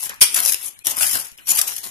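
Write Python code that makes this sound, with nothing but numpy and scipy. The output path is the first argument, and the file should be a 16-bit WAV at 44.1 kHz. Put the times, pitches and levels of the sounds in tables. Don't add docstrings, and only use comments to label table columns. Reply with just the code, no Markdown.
import sys
import numpy as np
from scipy import signal
from scipy.fft import rfft, irfft, next_fast_len
from scipy.io import wavfile
from scipy.ndimage import uniform_filter1d, minimum_filter1d, map_coordinates

SR = 44100
rng = np.random.default_rng(int(sys.argv[2]) if len(sys.argv) > 2 else 0)


def dump(signal):
    limited = np.clip(np.atleast_2d(signal).T, -1, 1)
    pcm = np.round(limited * 32767).astype(np.int16)
    wavfile.write(sys.argv[1], SR, pcm)


def to_linear_factor(level_db):
    exponent = np.asarray(level_db, float) / 20
    return 10 ** exponent


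N = 83790
TIME_S = np.arange(N) / SR


def unit(x):
    return x / np.sqrt(np.mean(x ** 2) + 1e-20)


def along(points, hz):
    point_hz, value = np.transpose(points)
    return np.interp(np.log(hz + 1), np.log(point_hz + 1), value)


def filtered(x, response):
    size = next_fast_len(N + SR // 2)
    hz = np.fft.rfftfreq(size, 1 / SR)
    return irfft(rfft(x, size) * response(hz), size)[..., :N]


def wobble(rate_hz):
    knots = rng.standard_normal(int(N * rate_hz / SR) + 4)
    return map_coordinates(knots, [np.arange(N) * rate_hz / SR])


def coloured(spectrum, shared, lag_s):
    z = signal.stft(rng.standard_normal((2, N)), nperseg=512)[2]
    patches = uniform_filter1d(rng.standard_normal(z.shape[1:]), size=4, axis=0)
    patches = uniform_filter1d(patches, size=8, axis=1)
    patch_db = 3.5 * unit(patches)
    common, own = signal.istft(z * to_linear_factor(patch_db), nperseg=512)[1][:, :N]
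    right = shared * common + np.sqrt(1 - shared ** 2) * own

    def colour_and_lag(hz):
        return to_linear_factor(along(spectrum, hz)) * np.exp(-2j * np.pi * hz * [[lag_s], [0]])

    return unit(filtered(np.array([common, right]), colour_and_lag))


def creases(rate_hz):
    chance, size = rng.random((2, N))
    spikes = (chance < rate_hz / SR) * to_linear_factor(-1.7 * np.log(size + .004))
    t = np.arange(SR // 20) / SR
    buckle = to_linear_factor(-60 * t / .005) * (1 - np.exp(-t / 0.000083))
    swarm = np.abs(signal.fftconvolve(spikes, buckle / buckle.max())[:N])
    return unit(swarm * to_linear_factor(1.2 * wobble(70.36)))


def held(start_s, length_s, change_db, attack_s, release_t60_s=0.05):
    since = TIME_S - start_s
    slope_db = change_db * np.clip(since / length_s - .5, -.5, .5)
    release_db = -60 * np.maximum(since - length_s, 0) / release_t60_s
    return np.clip(since / attack_s + (start_s == 0), 0, 1) * to_linear_factor(slope_db + release_db)


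def half_widths(start_s, width_ms):
    return 2000 * (TIME_S - start_s) / max(width_ms, .5)


# start_s, length_s, level_db, tin_share_db, change_db over the press
PRESSES = [(0, 0.05, -27, -15.5, -6), (0.021, 0.051, -26, -10.5, 4.5), (0.086, 0.069, -50.5, 12.5, -17),
           (0.2043, 0.0037, -21, -16, 14), (0.292, 0.062, -28.5, -12, 6),
           (0.356, 0.048, -13.5, -6.5, -10.5), (0.409, 0.11, -17, -16, -2), (0.551, 0.052, -38.5, -6.5, 7),
           (0.608, 0.075, -25, -14.5, 5), (0.841, 0.034, -24, -12.5, 16), (0.891, 0.029, -18, -15.5, -2),
           (0.928, 0.025, -36.5, -3.5, 4), (0.959, 0.027, -22, -9, 8), (0.986, 0.19, -14.5, -15, -9.5),
           (1.182, 0.041, -24, -17, 4), (1.234, 0.1, -37.5, -12.5, -26), (1.383, 0.066, -49, -4, -5),
           (1.448, 0.034, -33, -15.5, 27.5), (1.479, 0.032, -14, -18, 11), (1.526, 0.061, -19.5, -17.5, 23),
           (1.635, 0.037, -34, -17, 9), (1.664, 0.09, -23.5, -13, -7), (1.755, 0.044, -31.5, -16, -1),
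           (1.83, 0.067, -27.5, -9.5, -12), (1.803, 0.028, -35, -9, 0)]
# start_s, level_db, width_ms, tin_share_db
SNAPS = [(0.095, -11, 4, -33), (.102, -39, 2.7, -23), (.1426, -26.5, 4.6, -21), (.1605, -30, 2.5, -27),
         (0.2002, -30.5, 2.9, -6), (0.3456, -0.5, 5.6, -27.5), (.3885, -14, 4.3, -12),
         (0.4033, -5.5, 3.3, -17), (.428, -20, 3.8, -25), (.452, -8, 1.9, -30), (0.4605, 0, 2.2, -19),
         (0.4771, -1, 0.96, -41), (0.489, -3, 0.77, -47), (1.0101, -8, 1.3, -13.5), (0.4968, -7, 1.5, -35),
         (0.5225, -4, 4.4, -23), (0.5257, -6, 2.9, -26), (.5353, -2, 2.3, -31), (0.5446, 2.5, 2.6, -29),
         (0.709, -34, 4.4, -34), (0.791, -25.5, 2.3, -35), (0.85, -20, 1.6, -37), (.8573, -17, 2.4, -19),
         (0.87, 3.5, 1.8, -17.5), (0.8824, -13.5, 5.8, -14.5), (0.9108, -13, 6.2, -30),
         (0.9695, -7.5, 1.3, -23), (1.031, -5, 2.7, -18), (1.0693, -10, 2.5, -32), (1.113, -11, 1.3, -13.5),
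         (1.1334, -12.5, 7.6, -17.5), (1.1543, -6, 4.8, -20.5), (1.17, -11.5, 3.1, -31),
         (1.222, -26, 2.4, -33), (1.3173, -28, 1.8, -29), (1.378, -22, 0.56, -45), (1.3816, -32, 3, -40),
         (1.387, -35, 1, -28), (1.3932, -35, 1.5, -24), (1.472, -18, 5.2, -41), (1.506, -7.5, 10, -32.5),
         (1.5182, -2.5, 5.6, -22), (1.5358, -18, 2.6, -30), (1.573, -15, 4.2, -25), (1.591, 2, 6.8, -20),
         (1.6155, 6, 3.7, -35.5), (1.677, -15, 9.3, -22), (1.683, -24, 1.9, -35), (1.766, -13, 5.5, -28),
         (1.782, -17, 7.2, -24.5)]
# freq_hz, level_db per hz
PAPER_COLOUR = [(1500, -42.5), (2500, -12.5), (3300, -12), (4100, -18), (5000, -9.5), (8000, -7.5),
                (10900, 2), (14200, -8)]
SHEET_SHARED, SHEET_LAG_S = 0.09, 0.0004965


def sheet():
    press = snap = 0
    for start_s, length_s, level_db, _, change_db in PRESSES:
        press = press + to_linear_factor(level_db) * held(start_s, length_s, change_db, 0.19 * length_s)
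    for start_s, level_db, width_ms, _ in SNAPS:
        fall = half_widths(start_s, width_ms)
        rise = 1000 * (TIME_S - start_s) / (0.49 + 0.16 * width_ms)
        snap = snap + to_linear_factor(level_db - 5 - 6.57 * np.where(fall < 0, rise ** 2, fall))
    return (press * creases(5000) + snap) * coloured(PAPER_COLOUR, SHEET_SHARED, SHEET_LAG_S)


# freq_hz, level_db per hz
SLAP_COLOUR = [(500, -22.5), (3100, -7), (4100, -9), (5300, -2), (7300, -11.5), (9400, 5.5), (12000, -2),
               (13500, -12.5)]
# freq_hz, gain_db
SLAP_RIGHT_TOP = [(5000, -0.5), (8500, 1.5), (13000, 4)]


def slap():
    start_s, length_s, attack_s = .2112, 0.031, 0.0028
    smack = held(start_s, length_s, -7, attack_s, 0.014)
    shiver = to_linear_factor(-23) * held(start_s, length_s, 0, attack_s, 0.4) * (TIME_S < PRESSES[5][0])
    drive = to_linear_factor(-1.5) * (smack + shiver) * creases(5000)
    ports = drive * to_linear_factor([[0], [1]]) * coloured(SLAP_COLOUR, SHEET_SHARED, SHEET_LAG_S)
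    return filtered(ports, lambda hz: to_linear_factor(along(SLAP_RIGHT_TOP, hz) * [[0], [1]]))


# freq_hz, level_db per hz
TIN_COLOUR = [(20, -44), (60, -11), (250, -2.5), (500, -5.5), (700, -1.5), (2000, -1), (3300, -8),
              (4200, -3)]


def tin():
    press = thud = 0
    for start_s, length_s, level_db, tin_share_db, change_db in PRESSES:
        shape = held(start_s, length_s, change_db, 0.19 * length_s)
        press = press + to_linear_factor(level_db + tin_share_db + 4) * shape
    for start_s, level_db, width_ms, tin_share_db in SNAPS:
        u = half_widths(start_s, width_ms)
        thud = thud + to_linear_factor(level_db + tin_share_db - 5.03 * np.where(u < 0, u * u, u / 4))
    body = (press * creases(2200) + thud) * coloured(TIN_COLOUR, 0.78, 0.000093)
    return filtered(body, lambda hz: 1 / (1 + (hz / 5000) ** 4))


# start_s, level_db, pitch_hz, t60_s
KNOCKS = [
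    (.096, -29.5, 620, 0.022),
    (.116, -26.5, 1080, 0.017),
    (.133, -25.5, 1040, .018),
    (0.79, -40, 4140, 0.045),
    (1.3856, -21.5, 2890, 0.0065),
    (1.391, -28, 2750, 0.015),
]


def knocks():
    out = np.zeros(N)
    for start_s, level_db, pitch_hz, t60_s in KNOCKS:
        since = np.maximum(TIME_S - start_s, 0)
        ring = np.sin(2 * np.pi * pitch_hz * since + wobble(500)) + .15 * wobble(5000)
        rise = 1 - np.exp(-since / (0.056 * t60_s))
        out = out + to_linear_factor(level_db - 60 * since / t60_s) * rise * ring
    return out


# start_s, length_s, level_db, first_hz, last_hz, noise_over_tone, noise_width_hz
SQUEAKS = [
    (.755, .11, -50, 2250, 2480, .4, 120),
    (1.405, .08, -50, 3000, 2700, 3, 450),
]


def squeaks():
    out = np.zeros(N)
    for start_s, length_s, level_db, first_hz, last_hz, noisy, width_hz in SQUEAKS:
        u = np.clip((TIME_S - start_s) / length_s, 0, 1)
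        glide_hz = first_hz + (last_hz - first_hz) * np.minimum(2 * u, 1) + 25 * wobble(150)
        rough = (1 + noisy * wobble(width_hz)) / np.hypot(1, noisy)
        swell = np.sqrt(np.abs(np.sin(np.pi * u))) * (u < 1)
        out = out + to_linear_factor(level_db) * rough * swell * np.sin(2 * np.pi * np.cumsum(glide_hz) / SR)
    return out


# freq_hz, t60_s
ROOM_DECAY = [(200, 0.27), (3000, 0.36), (12000, 0.18)]


def room(x):
    hz, t, z = signal.stft(rng.standard_normal((2, SR // 2)), SR, nperseg=256)
    decay = to_linear_factor(-60 * t / along(ROOM_DECAY, hz)[:, None])
    tail = signal.istft(z * decay, SR, nperseg=256)[1]
    delayed = np.pad(x, ((0, 0), (200, 0)))
    return signal.fftconvolve(delayed, tail / np.linalg.norm(tail[0]), axes=1)[:, :N]


# freq_hz, level_db per hz
FLOOR_COLOUR = [(25, -9), (300, -15), (1200, -24), (2600, -12), (4700, -29), (7000, -24), (10500, -16),
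                (14500, -33)]


def kitchen_quiet():
    return to_linear_factor(-50.5 + 0.83 * wobble(8.1)) * coloured(FLOOR_COLOUR, 0.69, 0)


def scene():
    fingers = knocks() + squeaks()
    near = sheet() + slap() + tin() + np.array([fingers, -.5 * fingers])
    return near + to_linear_factor(-9.5) * room(near) + kitchen_quiet()


# freq_hz, rarity
DROPOUT_RARITY = [(60, 2), (450, 1.6), (650, 3), (2100, 2.3), (2600, 1.5), (3200, 2), (4200, 1.2),
                  (6500, 2.6)]


def dropouts(x):
    hz, _, z = signal.stft(x, SR, nperseg=1024, noverlap=768)
    bands = rng.standard_normal((len(hz) // 6 + 1, z.shape[-1]))
    field = uniform_filter1d(np.repeat(bands, 6, axis=0)[:len(hz)], size=5, axis=1)
    power = np.sum(np.abs(z) ** 2, axis=0)
    level_db = 10 * np.log10(power.sum(axis=0) + 1e-12)
    calm = np.roll(level_db, -2) - np.roll(level_db, 2) < 12
    low_hz, high_hz = 4300, 6600
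    band = (hz > low_hz) & (hz < high_hz)
    band_power = power[band].mean(axis=0)
    faint = band[:, None] & (band_power < np.percentile(band_power, 7))
    rarity = np.where(hz < high_hz, along(DROPOUT_RARITY, hz), 9)
    empty = (unit(field) + 2 * faint > rarity[:, None]) & calm
    gain = minimum_filter1d(to_linear_factor(-40 * empty), size=4, axis=1)
    gain = minimum_filter1d(gain, size=2, axis=0)
    return signal.istft(z * gain, SR, nperseg=1024, noverlap=768)[1][:, :N]


def roll_off(x):
    return signal.sosfilt(signal.butter(12, 15280, fs=SR, output="sos"), x)


# time_s, gain_db
DUCKS = [
    (.2045, -24),
    (.834, -20),
    (1.366, -9),
]
# freq_hz, gain_db
LEFT_OVER_RIGHT = [(60, -1), (400, 2.5), (2300, 2), (4300, 0.5), (6000, -0.5), (8500, 5.5), (11000, 16),
                   (14700, 15)]


def record(dry):
    duck_db = sum(db * np.exp(-((TIME_S - time_s) / .0035) ** 2) for time_s, db in DUCKS)

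    def ports(hz):
        return np.array([np.ones_like(hz), -to_linear_factor(-along(LEFT_OVER_RIGHT, hz))])

    x = filtered(dry * to_linear_factor(duck_db), ports)
    top, hardness = 2.13, 1.52
    x = x / (1 + np.abs(x / top) ** hardness) ** (1 / hardness)
    x = filtered(dropouts(x), lambda hz: 1 / (1 + (hz / 14350) ** 200))
    return roll_off(np.clip(x, -1, 1))


dry = scene()
out = record(dry)
dump(out)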